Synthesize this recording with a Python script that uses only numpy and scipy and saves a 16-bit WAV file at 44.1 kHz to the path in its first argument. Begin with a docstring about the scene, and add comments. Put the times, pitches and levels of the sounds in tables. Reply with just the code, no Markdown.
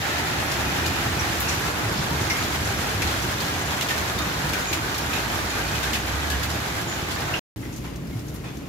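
"""A walled, paved yard in a hailstorm: random clicks, filtered and given wall echoes, form the patter.
Big stones are a filtered click and a burst of noise; pings and knocks are decaying tones, blurred or pure.
Roofs add low-passed rumble and booming sines, a far engine a climbing sine, a street a hollow patter.
After a short silence a sheltered side passage follows: mostly drumming, with sparse splatter."""
import sys
import numpy as np
from scipy import signal
from scipy.fft import rfft, irfft
from scipy.io import wavfile
from scipy.ndimage import uniform_filter1d

SR = 44100
rng = np.random.default_rng(int(sys.argv[2]) if len(sys.argv) > 2 else 0)


def wrap_up_sound(samples):
    """Save the sound to the file named by the first command line argument, as 16-bit audio."""
    columns = np.atleast_2d(samples).T
    # keep every value between -1 and 1, then stretch to whole-number steps
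    tamed = np.clip(columns, -1, 1)
    steps = np.round(tamed * 32767).astype(np.int16)
    wavfile.write(sys.argv[1], SR, steps)


N = 382788
TIME = np.arange(N) / SR
YARD_END_S, PASSAGE_START_S = 7.394, 7.561
CUTOFF_HZ = 15600

# far engine: level/dB is the centre of its wavering; frequency is given at the loudest moment
ENGINE_LOUDEST_S, ENGINE_DB, ENGINE_RISE_DB_PER_S, ENGINE_FADE_DB_PER_S = 6.52, -30, 10.5, 58
ENGINE_HZ, ENGINE_CLIMB_HZ_PER_S = 72.9, 11

# hail on the street, heard through the gate: relative spectrum [f/Hz, density/dB per Hz]
STREET_SPECTRUM = [(300, -25.5), (620, -1), (720, -2.5), (800, 3.5), (900, 0.5), (1080, -16), (1320, 1.5),
                   (1520, -7), (1730, 0.5), (2250, -6), (2550, -5.5), (3000, -10), (4100, -12.5),
                   (9000, -30.5)]
STREET_START_DB, STREET_FADE_S = -29, 1.28

# drumming on the roofs around the yard [t/s, level/dB]
YARD_DRUM_LEVEL = [(0, -32), (.7, -28.5), (1.6, -29.5), (2.2, -29.5), (3.0, -29.5), (3.7, -32),
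                   (4.4, -30.5), (4.9, -31.5), (7.3, -31.5)]
# relative spectra of the drumming [f/Hz, density/dB per Hz]
YARD_DRUM_SPECTRUM = [(20, -22.5), (42, -19), (54, -4.5), (68, -1), (110, 0), (190, -5.5), (260, -8),
                      (320, -5.5), (400, -10.5), (500, -16.5), (900, -23), (2500, -71)]
PASSAGE_DRUM_SPECTRUM = [(20, -27.5), (40, -17), (60, 4.5), (85, -5), (120, 2.5), (200, -5.5), (290, -3),
                         (370, -10), (480, -16), (700, -26), (2000, -61)]
# dull booms of roof sheets [t/s, f/Hz, peak level/dB, time to fall 60 dB/s]
ROOF_BOOMS = [(.53, 73.4, -27, 0.66), (.75, 81.3, -29, 0.82), (1.845, 113, -21, 0.2),
              (2.07, 76.6, -26, 0.93), (2.11, 140, -25.5, .15), (2.205, 112, -22, 0.15),
              (2.53, 77, -27.5, 0.93), (2.60, 102, -26, 0.44), (2.92, 102, -24.5, .4),
              (3.02, 71, -23.5, 0.35), (4.43, 150, -23, 0.19), (8.145, 116, -21.5, 0.15)]
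BOOM_RISE_SHARE = .09   # swelling time as a share of the ring time

# modes of railings and gate [f/Hz, width/Hz, relative level/dB]
RAILING_MODES = [(1670, 380, -7.5), (2427, 61, -2), (4140, 160, -9), (5620, 90, -15), (6720, 70, -20)]
# stones on railings, pots and planters
# [t/s, f/Hz, width/Hz, level/dB before the tone and blur gains, time to fall 60 dB/s]
STRUCK_OBJECTS = [ (.30, 6770, 90, -41, .4), (.51, 2670, 160, -37, .3), (.66, 2490, 100, -33.5, 0.45),
                  (.79, 5740, 220, -40, .3), (.84, 2440, 110, -31, 0.51), (1.071, 1810, 140, -35, .3),
                  (1.17, 2450, 140, -32, .4), (1.19, 5780, 101, -32.5, 0.27), (1.47, 2710, 140, -31, 0.33),
                  (2.10, 950, 100, -33, .35), (2.21, 6770, 140, -40.5, .4), (2.299, 5460, 1100, -25, 0.27),
                  (2.301, 2125, 230, -23.5, 0.44), (2.38, 6930, 350, -33.5, 0.25),
                  (2.66, 1510, 200, -31, 0.42), (3.50, 1680, 130, -39.5, 0.27),
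                  (3.61, 1680, 130, -38, 0.26), (3.65, 6800, 200, -35, 0.35), (3.73, 1560, 130, -29, 0.24),
                  (3.90, 1810, 120, -28, 0.27), (4.10, 1680, 130, -37, 0.34), (4.18, 3680, 130, -31, .3),
                  (4.194, 1250, 90, -29.5, 0.28), (4.441, 1720, 120, -34, .3),
                  (4.535, 1520, 190, -24.5, 0.33), (4.61, 6800, 160, -40, .5), (4.671, 6780, 130, -32, .42),
                  (4.67, 2410, 70, -37, .8), (4.82, 1510, 110, -30, .35), (5.03, 1420, 90, -34, .5),
                  (5.09, 1260, 130, -32, .25), (5.128, 2530, 200, -24, .25), (5.158, 2670, 260, -30, 0.26),
                  (5.49, 6880, 150, -39, .35), (5.51, 2420, 90, -36, .5), (5.58, 1600, 130, -34, .3),
                  (5.64, 2450, 100, -37, .45), (5.73, 2540, 130, -33, .35), (5.83, 1550, 120, -31, .3),
                  (6.30, 1680, 140, -28, .33), (6.42, 1680, 130, -32.5, .3), (6.554, 2600, 280, -32, 0.24),
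                  (6.875, 6950, 380, -32, .25), (6.90, 6810, 170, -33, .3), (6.94, 2410, 90, -42, .5),
                  (7.336, 2740, 420, -22, 0.23), (7.628, 1990, 300, -39.5, .36),
                  (7.841, 1050, 450, -39, .33), (7.849, 2190, 600, -42, .28), (7.90, 1200, 110, -52, 0.31),
                  (7.90, 2760, 130, -52, .3), (8.12, 2150, 140, -47, .3), (8.44, 2490, 140, -44, .5),
                  (8.455, 3450, 100, -50, .55)]
# a tone inside a blur of close modes: beyond the clear width, a wider blur weakens the tone
PING_TONE_DB, PING_BLUR_DB, PING_CLEAR_WIDTH_HZ, PING_ATTACK_S = -2.5, -3, 99, .003

# shower in the yard, before constant trims [t/s, patter level/dB, bright patter level/dB]
YARD_SHOWER_LEVEL = [(0.0, -38, -36), (0.12, -35, -38.5), (1.08, -30.5, -36.5), (1.53, -31.5, -35.5),
                     (1.82, -29, -38), (2.36, -30, -35.5), (2.71, -31.5, -36.5), (5.67, -31, -38),
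                     (7.16, -33, -40), (7.2, -31, -41)]
# relative spectra of the patter [f/Hz, density/dB per Hz]
YARD_PATTER_SPECTRUM = [(150, -19), (400, 1), (520, 1), (780, 4), (1000, 2.5), (1320, 1), (1600, 2),
                        (1850, -1), (2280, -4), (2600, -6), (3800, -9), (5000, -12.5), (7200, -15),
                        (8200, -21.5), (10000, -22), (12300, -19.5), (15500, -27.5)]
PASSAGE_PATTER_SPECTRUM = [(200, -18), (550, 1), (900, 1), (1600, -2.5), (2400, -3.5), (4000, -8),
                           (7000, -9), (8800, -14.5), (12500, -10), (15500, -16)]
# balance of the two sides in the yard [f/Hz, left over right level/dB]
YARD_SIDE_BALANCE = [(60, -3), (130, 0), (290, -3.5), (640, 1), (1410, -3), (3100, 1), (6820, -0.5),
                     (15000, 2.5)]
# how much later the sound reaches the right side
YARD_LAG_S, PASSAGE_LAG_S = .00011, .00038
# mean levels in the passage, whose splatter comes unevenly
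PASSAGE_PATTER_DB, PASSAGE_BRIGHT_DB, PASSAGE_DRUM_DB = -46.5, -51, -32.5
PASSAGE_BRIGHT_WANDER_DB = 2
# flurries that swell and die away in the passage [t/s, swell level/dB]
PASSAGE_FLURRIES = [(7.615, 4), (7.83, 3.5), (8.432, 7)]
FLURRY_RISE_S, FLURRY_DECAY_S = .018, .17

# big stones; the level precedes the ice colouring
# [t/s, scatter level/dB, low edge f/Hz, distance/m, left over right level/dB]
BIG_STONES = [ (0.181, -30, 3500, 3, 2), (.432, -33, 8920, 5, 2), (.512, -27.5, 4000, 5.2, 0),
              (.859, -25, 3500, 3.4, 2.5), (1.402, -19, 10400, 1.5, 4), (1.481, -25, 4250, 7.6, 1),
              (1.923, -33, 3500, 1.5, -5), (1.965, -32.5, 3000, 13, 0.5), (2.108, -37, 3000, 0.54, 4),
              (2.210, -31, 5000, 5, -1), (2.299, -24.5, 900, 2.2, 4), (2.432, -32, 2500, 2, 2),
              (2.524, -40, 1100, 2.5, 1), (2.650, -32, 5500, 6, 1), (2.785, -33, 5500, 2.5, 3),
              (2.940, -41, 4000, 1.3, 1), (3.020, -21, 1000, 1.5, 2.5), (3.068, -30, 2500, 7.7, -1),
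              (3.222, -27, 4500, 2.5, -1.5), (3.400, -28.5, 3000, 5.1, 0), (3.811, -23, 2000, 0.82, 1.5),
              (3.821, -25, 2000, 1.6, -2), (3.886, -24, 1500, 3.8, 0.5), (3.907, -29, 1500, 2, -6),
              (3.980, -27, 2500, 1, 2), (4.188, -29, 3180, 1.3, 0), (4.490, -28, 3000, 1.5, 3),
              (4.533, -25, 1200, 2, 5), (4.729, -21, 1100, 1.8, 1), (4.942, -29, 2500, 3, -1),
              (4.98, -24.5, 4230, 1.1, -1), (5.136, -29, 2300, 0.76, 3), (5.151, -27.5, 2480, 3.3, -1),
              (5.497, -32, 2500, 5.9, -1), (5.678, -33, 3500, .7, -3), (5.747, -29.5, 1600, 5.2, 0),
              (5.829, -26.5, 2000, 3.4, 2), (5.931, -22.5, 1800, 3.7, 1), (5.951, -27, 1000, 2.9, -2),
              (6.060, -34, 9500, 2, 0), (6.302, -24.5, 3000, 1.1, 3), (6.315, -29, 1500, 3, -1),
              (6.430, -24.5, 3000, 2.1, 0), (6.498, -28.5, 4000, 4, 0), (6.808, -33, 4000, 3.5, 0),
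              (7.108, -29, 3050, 6, 1), (7.204, -31.5, 3500, 1.5, 0), (7.615, -44, 6000, 1, 9),
              (7.724, -39, 5040, 5.7, 2), (7.761, -36.5, 5000, 2.8, 2), (7.845, -44, 1500, 6.2, 2),
              (7.959, -38, 5000, 0.9, 1), (8.070, -45, 4000, 2, 0), (8.192, -43, 4000, 2, 0),
              (8.281, -40, 5000, 3, 3), (8.342, -36, 8500, 1.9, 4), (8.361, -39, 5500, 0.76, 4),
              (8.571, -40, 5000, 0.83, 5)]
# shattering ice: relative colouring [f/Hz, gain/dB]
ICE_SPECTRUM = [(1000, -2.5), (2000, 7), (3600, 3.5), (5000, 0), (7000, -0.5), (8500, -9), (12500, -5),
                (15500, -10)]
# the farther the stone, the weaker its crack and the slower and duller its scatter
CRACK_DB = 15   # crack peak over the scatter at 1 m, before the ice colouring
SCATTER_RISE_S_PER_M, SCATTER_DECAY_S = .00089, .016   # decay at 1 m
SCATTER_TOP_HZ, DULLING_M = 17100, 9.3   # top edge at no distance; distance that halves it
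# a broad resonance of each stone, centred above its low edge
BODY_ABOVE_HZ, BODY_WIDTH_HZ, BODY_DB = 1650, 1040, -6.5


def from_db(db):
    """Logarithmic level: decibels become an amplitude ratio."""
    return 10 ** (np.asarray(db) / 20)


def rms_one(x):
    """Effective value: the signal is scaled to rms 1."""
    return x / np.sqrt(np.mean(x ** 2) + 1e-20)


def in_time(rows):
    """Linear interpolation: each column of a curve is read at every sample."""
    s, *columns = np.transpose(rows)
    return [np.interp(TIME, s, c) for c in columns]


def drift(rate):
    """Slow fluctuation: random knots, rate per second, joined by lines and scaled to rms 1."""
    knots = rng.standard_normal(int(N / SR * rate) + 2)
    return rms_one(np.interp(TIME * rate, np.arange(len(knots)), knots))


def band(x, low_hz, high_hz):
    """Band limitation: a causal band-pass."""
    high_hz = min(high_hz, .45 * SR)
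    low_hz = min(low_hz, high_hz - 20)
    return signal.sosfilt(signal.butter(2, [low_hz, high_hz], "band", fs=SR, output="sos"), x)


def colour(x, spectrum, size=8192):
    """Minimum phase: folding the cepstrum gives a causal filter with the wanted spectrum."""
    hz, db = np.transpose(spectrum)
    grid = np.maximum(np.arange(size // 2 + 1) * SR / size, 1)
    cepstrum = irfft(np.log(from_db(np.interp(np.log(grid), np.log(hz), db))))
    cepstrum[1:size // 2] *= 2
    cepstrum[size // 2 + 1:] = 0
    response = irfft(np.exp(rfft(cepstrum)))
    return signal.oaconvolve(x, response[None], axes=1)[:, :N]


def impacts(per_s, spread_db, limit):
    """Random arrivals: clicks of either sign, many weak and a few strong."""
    at = np.flatnonzero(rng.random(N) < per_s / SR)
    strength_db = spread_db * np.minimum(rng.exponential(1, len(at)), limit)
    out = np.zeros(N)
    out[at] = from_db(strength_db) * rng.choice([-1, 1], len(at))
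    return out


def shower(per_s, spread_db, limit, count=9):
    """Directional hearing: stones from each direction have their own lag and balance of the sides."""
    out = np.zeros((2, N))
    for side in np.linspace(-1, 1, count):
        clicks = impacts(per_s / count, spread_db, limit)
        lag = int(side * SR * .00021)
        out += from_db([[2 * side], [-2 * side]]) * [np.roll(clicks, -lag), np.roll(clicks, lag)]
    return rms_one(out)


def walls(x, t60, wet_db):
    """Diffuse reverberation: impact energy decays as noise, independent on each side."""
    keep = from_db(-120 / (t60 * SR))   # energy factor per sample
    energy = signal.lfilter([1 - keep], [1, -keep], np.mean(x ** 2, axis=0) + 1e-18)
    return x + from_db(wet_db) * np.sqrt(energy) * rng.standard_normal((2, N))


def share_long_waves(x, apart_hz):
    """Wavelength and spacing: long waves reach both sides alike; only short ones differ."""
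    high_pass = signal.butter(1, apart_hz, "high", fs=SR, output="sos")
    side = signal.sosfilt(high_pass, (x[0] - x[1]) / 2)
    return x.mean(axis=0) + side * [[1], [-1]]


def right_later(x, lag_s):
    """Travel time: sound from the left reaches the right side a moment later."""
    return np.array([x[0], np.roll(x[1], round(lag_s * SR))])


def engine():
    """Periodic firing: a far engine's note climbs steadily, wavers, grows and then quickly fades."""
    t = TIME - ENGINE_LOUDEST_S
    hz = ENGINE_HZ + ENGINE_CLIMB_HZ_PER_S * t
    db = ENGINE_DB + np.minimum(ENGINE_RISE_DB_PER_S * t, -ENGINE_FADE_DB_PER_S * t)
    amplitude = np.sqrt(2) * from_db(db + 1.6 * drift(14))
    phase = 2 * np.pi * np.cumsum(hz + 3.35 * drift(16)) / SR
    return amplitude * np.sin(phase)


def street():
    """Distant reverberation: a hollow street patter fades as the listener turns to the garden."""
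    gain = from_db(STREET_START_DB) * np.exp(-(TIME / STREET_FADE_S) ** 2)
    far = walls(shower(per_s=3000, spread_db=6.5, limit=2.3, count=3), t60=.28, wet_db=11)
    return gain * rms_one(colour(share_long_waves(far, apart_hz=750), STREET_SPECTRUM))


def drumming(spectrum, level_db, side_db):
    """Superposition: dull roof blows merge into a rumble whose longest waves reach both sides alike."""
    mid = impacts(per_s=1500, spread_db=2.5, limit=3.0)
    apart = rng.standard_normal(N)
    side = from_db(side_db) * (apart + 2.8 * band(apart, 330, 3000))
    return from_db(level_db) * rms_one(colour(rms_one(mid) + side * [[1], [-1]], spectrum))


def thuds():
    """Damped resonance of sheets: the longer a roof booms, the more slowly it swells."""
    out, t = np.zeros(N + SR), TIME[:SR * 2 // 3]
    for s, hz, db, t60 in ROOF_BOOMS:
        at, rise = int(s * SR), BOOM_RISE_SHARE * t60
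        envelope = np.minimum(t / rise, 1) * from_db(db - 60 * np.maximum(t - rise, 0) / t60)
        out[at:at + len(t)] += envelope * np.sin(2 * np.pi * hz * t)
    return out[:N]


def railing(bright_db):
    """Resonance under random taps: small stones keep each railing mode singing in fits of its own."""
    modes = 0
    for hz, width, db in RAILING_MODES:
        taps = shower(per_s=200, spread_db=2.5, limit=2.5, count=2) * from_db(2.5 * drift(9))
        modes = modes + from_db(db) * rms_one(band(taps, hz - width / 2, hz + width / 2))
    return from_db(bright_db - 8.5) * modes


def pings():
    """Modal ringing: struck metal and pottery give a tone in a cluster of modes, blurred by the walls."""
    out, t = np.zeros((2, N + SR)), TIME[:SR // 2]
    for s, hz, width_hz, db, t60 in STRUCK_OBJECTS:
        noise = rng.standard_normal((2, len(t)))
        cluster = rms_one(band(noise, hz - width_hz / 2, hz + width_hz / 2))
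        clarity = min(1, PING_CLEAR_WIDTH_HZ / width_hz)
        phase = np.pi * rng.random((2, 1))
        tone = clarity * np.sqrt(2) * np.sin(2 * np.pi * hz * t + phase)
        envelope = np.minimum(t / PING_ATTACK_S, 1) * from_db(db - 60 * t / t60)
        ring = from_db(PING_TONE_DB) * tone + from_db(PING_BLUR_DB) * cluster
        at = int(s * SR)
        out[:, at:at + len(t)] += envelope * ring
    return out[:, :N]


def knocks(per_s, low_hz, high_hz, t60):
    """Free vibration: a knocked pot or planter gives a decaying tone at a pitch of its own."""
    out, t = np.zeros((2, N + SR)), TIME[:SR // 4]
    for when, pitch, strength, angle in rng.random((int(per_s * N / SR), 4)):
        hz, at = low_hz * (high_hz / low_hz) ** pitch, int(when * N)
        ring = np.sin(2 * np.pi * hz * t + angle * np.array([[1], [-1]]))
        out[:, at:at + len(t)] += (.5 + strength) * from_db(-60 * t / t60) * ring
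    return rms_one(out[:, :N])


def ticks(per_s, shortest_s, longest_s):
    """Frequency-dependent damping: stones on slabs, leaves and pots click or tink, high pitches briefest."""
    out, t = np.zeros((2, N + SR)), TIME[:SR // 16]
    for when, pitch, length, angle, strength in rng.random((int(per_s * N / SR), 5)):
        hz = 1100 * 13 ** pitch
        # the length range is that of low pitches; damping shortens high ones
        t60 = shortest_s * (longest_s / shortest_s) ** length / (1 + (hz / 5000) ** 2)
        decay = np.exp(-np.log(1000) * t / t60)
        weight = np.sqrt(hz / t60) * (.5 + strength)   # offsets the smaller energy of short rings
        ring = np.sin(2 * np.pi * hz * t) * decay * weight
        at = int(when * N)
        out[0, at:at + len(t)] += np.cos(np.pi * angle) * ring
        out[1, at:at + len(t)] += np.sin(np.pi * angle) * ring
    return rms_one(out[:, :N])


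def close_hits(per_s, low_hz, high_hz, snap_s, bounce_s, bounce_db):
    """Impact and rebound: a dry snap on a near slab, pitched by stone size, then one weaker bounce."""
    out, t = np.zeros((2, N + SR)), TIME[:SR // 50]
    for when, pitch, strength, angle, hop in rng.random((int(per_s * N / SR), 5)):
        hz = low_hz * (high_hz / low_hz) ** pitch
        burst = rng.standard_normal((2, len(t))) * np.exp(-t / snap_s)
        snap = rms_one(band(burst, hz / 1.53, hz * 1.54))
        snap = snap * np.sqrt(hz) * (.5 + strength ** 2) * np.sqrt([[angle], [1 - angle]])
        for delay, db in ((0, 0), (bounce_s * (.5 + hop), bounce_db)):
            at = int(when * N + delay * SR)
            out[:, at:at + len(t)] += from_db(db) * snap
    return rms_one(out[:, :N])


def patter(spectrum, body_db, bright_db, near_per_s, near_db, tick_db, close_db, flurry_db):
    """Superposition of impacts: a far wash, nearer stones with echoes, pitched ticks and dry close hits."""
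    far = walls(shower(per_s=7000, spread_db=1.5, limit=4.0, count=5), t60=.14, wet_db=4.5)
    far = far * from_db(flurry_db * drift(22))
    near = walls(shower(near_per_s, spread_db=0.0, limit=2.7), t60=.24, wet_db=5.5)
    small = ticks(per_s=260, shortest_s=.015, longest_s=.18)
    close = close_hits(per_s=42, low_hz=1500, high_hz=9000, snap_s=.0012, bounce_s=.09, bounce_db=-7)
    mix = rms_one(far) + from_db(near_db) * rms_one(near)
    mix = mix + from_db(tick_db) * small + from_db(close_db) * close
    mix = colour(share_long_waves(mix, apart_hz=760), spectrum)
    # the body carries from far away; the bright part depends on what lies close
    body = signal.sosfilt(signal.butter(1, 3500, fs=SR, output="sos"), mix)
    body_gain = from_db(body_db) / np.std(band(mix, 500, 3000))
    bright_gain = from_db(bright_db) / np.std(band(mix, 4000, 15000))
    return body_gain * body + bright_gain * (mix - body)


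def big_stones():
    """Fracture and scattering: a sharp crack, then fragments, bounces and echoes that swell and die."""
    out, t = np.zeros((2, N + SR)), TIME[:SR // 3]
    for s, db, low_hz, metres, pan_db in BIG_STONES:
        rise, decay = SCATTER_RISE_S_PER_M * metres, SCATTER_DECAY_S * np.sqrt(metres)
        high_hz = SCATTER_TOP_HZ / (1 + (metres / DULLING_M) ** 2)
        body_hz = low_hz + BODY_ABOVE_HZ

        def resonate(x):
            """Resonance: the stone's whole band plus its own broad peak."""
            body = band(x, body_hz - BODY_WIDTH_HZ / 2, body_hz + BODY_WIDTH_HZ / 2)
            return band(x, low_hz, high_hz) + from_db(BODY_DB) * body

        # fragments land in bunches
        clumps = rms_one(uniform_filter1d(rng.standard_normal(len(t)), size=60))
        grain_db = 1.4 * clumps + 2.3 * rng.standard_normal(len(t))
        spray = resonate(rng.standard_normal((2, len(t))) * from_db(grain_db))
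        swell = np.minimum(t / rise, 1) * np.exp(-np.maximum(t - rise, 0) / decay)
        crack = resonate(signal.unit_impulse(len(t)))
        crack = from_db(CRACK_DB) / metres * crack / np.abs(crack).max()
        side_gain = from_db(db + pan_db / 2 * np.array([[1], [-1]]))
        at = int(s * SR)
        out[:, at:at + len(t)] += side_gain * (swell * rms_one(spray) + crack)
    return colour(out[:, :N], ICE_SPECTRUM)


def yard():
    """Superposition in the open: loud patter, pots, railings, drumming, engine and street add up."""
    body_db, bright_db = in_time(YARD_SHOWER_LEVEL)
    drum_db, = in_time(YARD_DRUM_LEVEL)
    hail = patter(YARD_PATTER_SPECTRUM, body_db + .2, bright_db + 4.5, near_per_s=350, near_db=-6.0,
                  tick_db=-11.0, close_db=-16, flurry_db=.98)
    pots = from_db(body_db - 10.5) * knocks(per_s=38, low_hz=680, high_hz=3200, t60=.14)
    roofs = drumming(YARD_DRUM_SPECTRUM, drum_db, side_db=-15.0)
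    sides = hail + pots + roofs + engine() + railing(bright_db) + street()
    tinted = []
    for side, sign in zip(sides, (1, -1)):
        tint = [(hz, sign * db / 2) for hz, db in YARD_SIDE_BALANCE]
        tinted.append(colour(side[None], tint)[0])
    return right_later(tinted, YARD_LAG_S)


def passage():
    """Screening: walls hold off most of the patter, so drumming prevails and single flurries stand out."""
    swell_db = 0
    for s, db in PASSAGE_FLURRIES:
        rise = np.clip((TIME - s) / FLURRY_RISE_S, 0, 1)
        decay = np.exp(-np.maximum(TIME - s - FLURRY_RISE_S, 0) / FLURRY_DECAY_S)
        swell_db = swell_db + db * rise * decay
    bright_db = PASSAGE_BRIGHT_DB + PASSAGE_BRIGHT_WANDER_DB * drift(14)
    hail = patter(PASSAGE_PATTER_SPECTRUM, PASSAGE_PATTER_DB + swell_db, bright_db, near_per_s=170,
                  near_db=-3.5, tick_db=-11.0, close_db=-16, flurry_db=1.2)
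    roofs = drumming(PASSAGE_DRUM_SPECTRUM, PASSAGE_DRUM_DB + .65 * drift(10), side_db=-17.0)
    return hail * from_db([[.9], [-.9]]) + right_later(roofs, PASSAGE_LAG_S)


def scene():
    """Succession of sound fields: first the yard, then a silent gap, then the passage."""
    in_yard, in_passage = TIME < YARD_END_S, TIME > PASSAGE_START_S
    single_blows = thuds() + pings() + big_stones()
    return yard() * in_yard + passage() * in_passage + single_blows * (in_yard | in_passage)


def record(dry):
    """Low-pass filtering: an elliptic filter cuts the top steeply."""
    return signal.sosfilt(signal.ellip(10, .2, 80, CUTOFF_HZ, fs=SR, output="sos"), dry)


dry = scene()
out = record(dry)
wrap_up_sound(out)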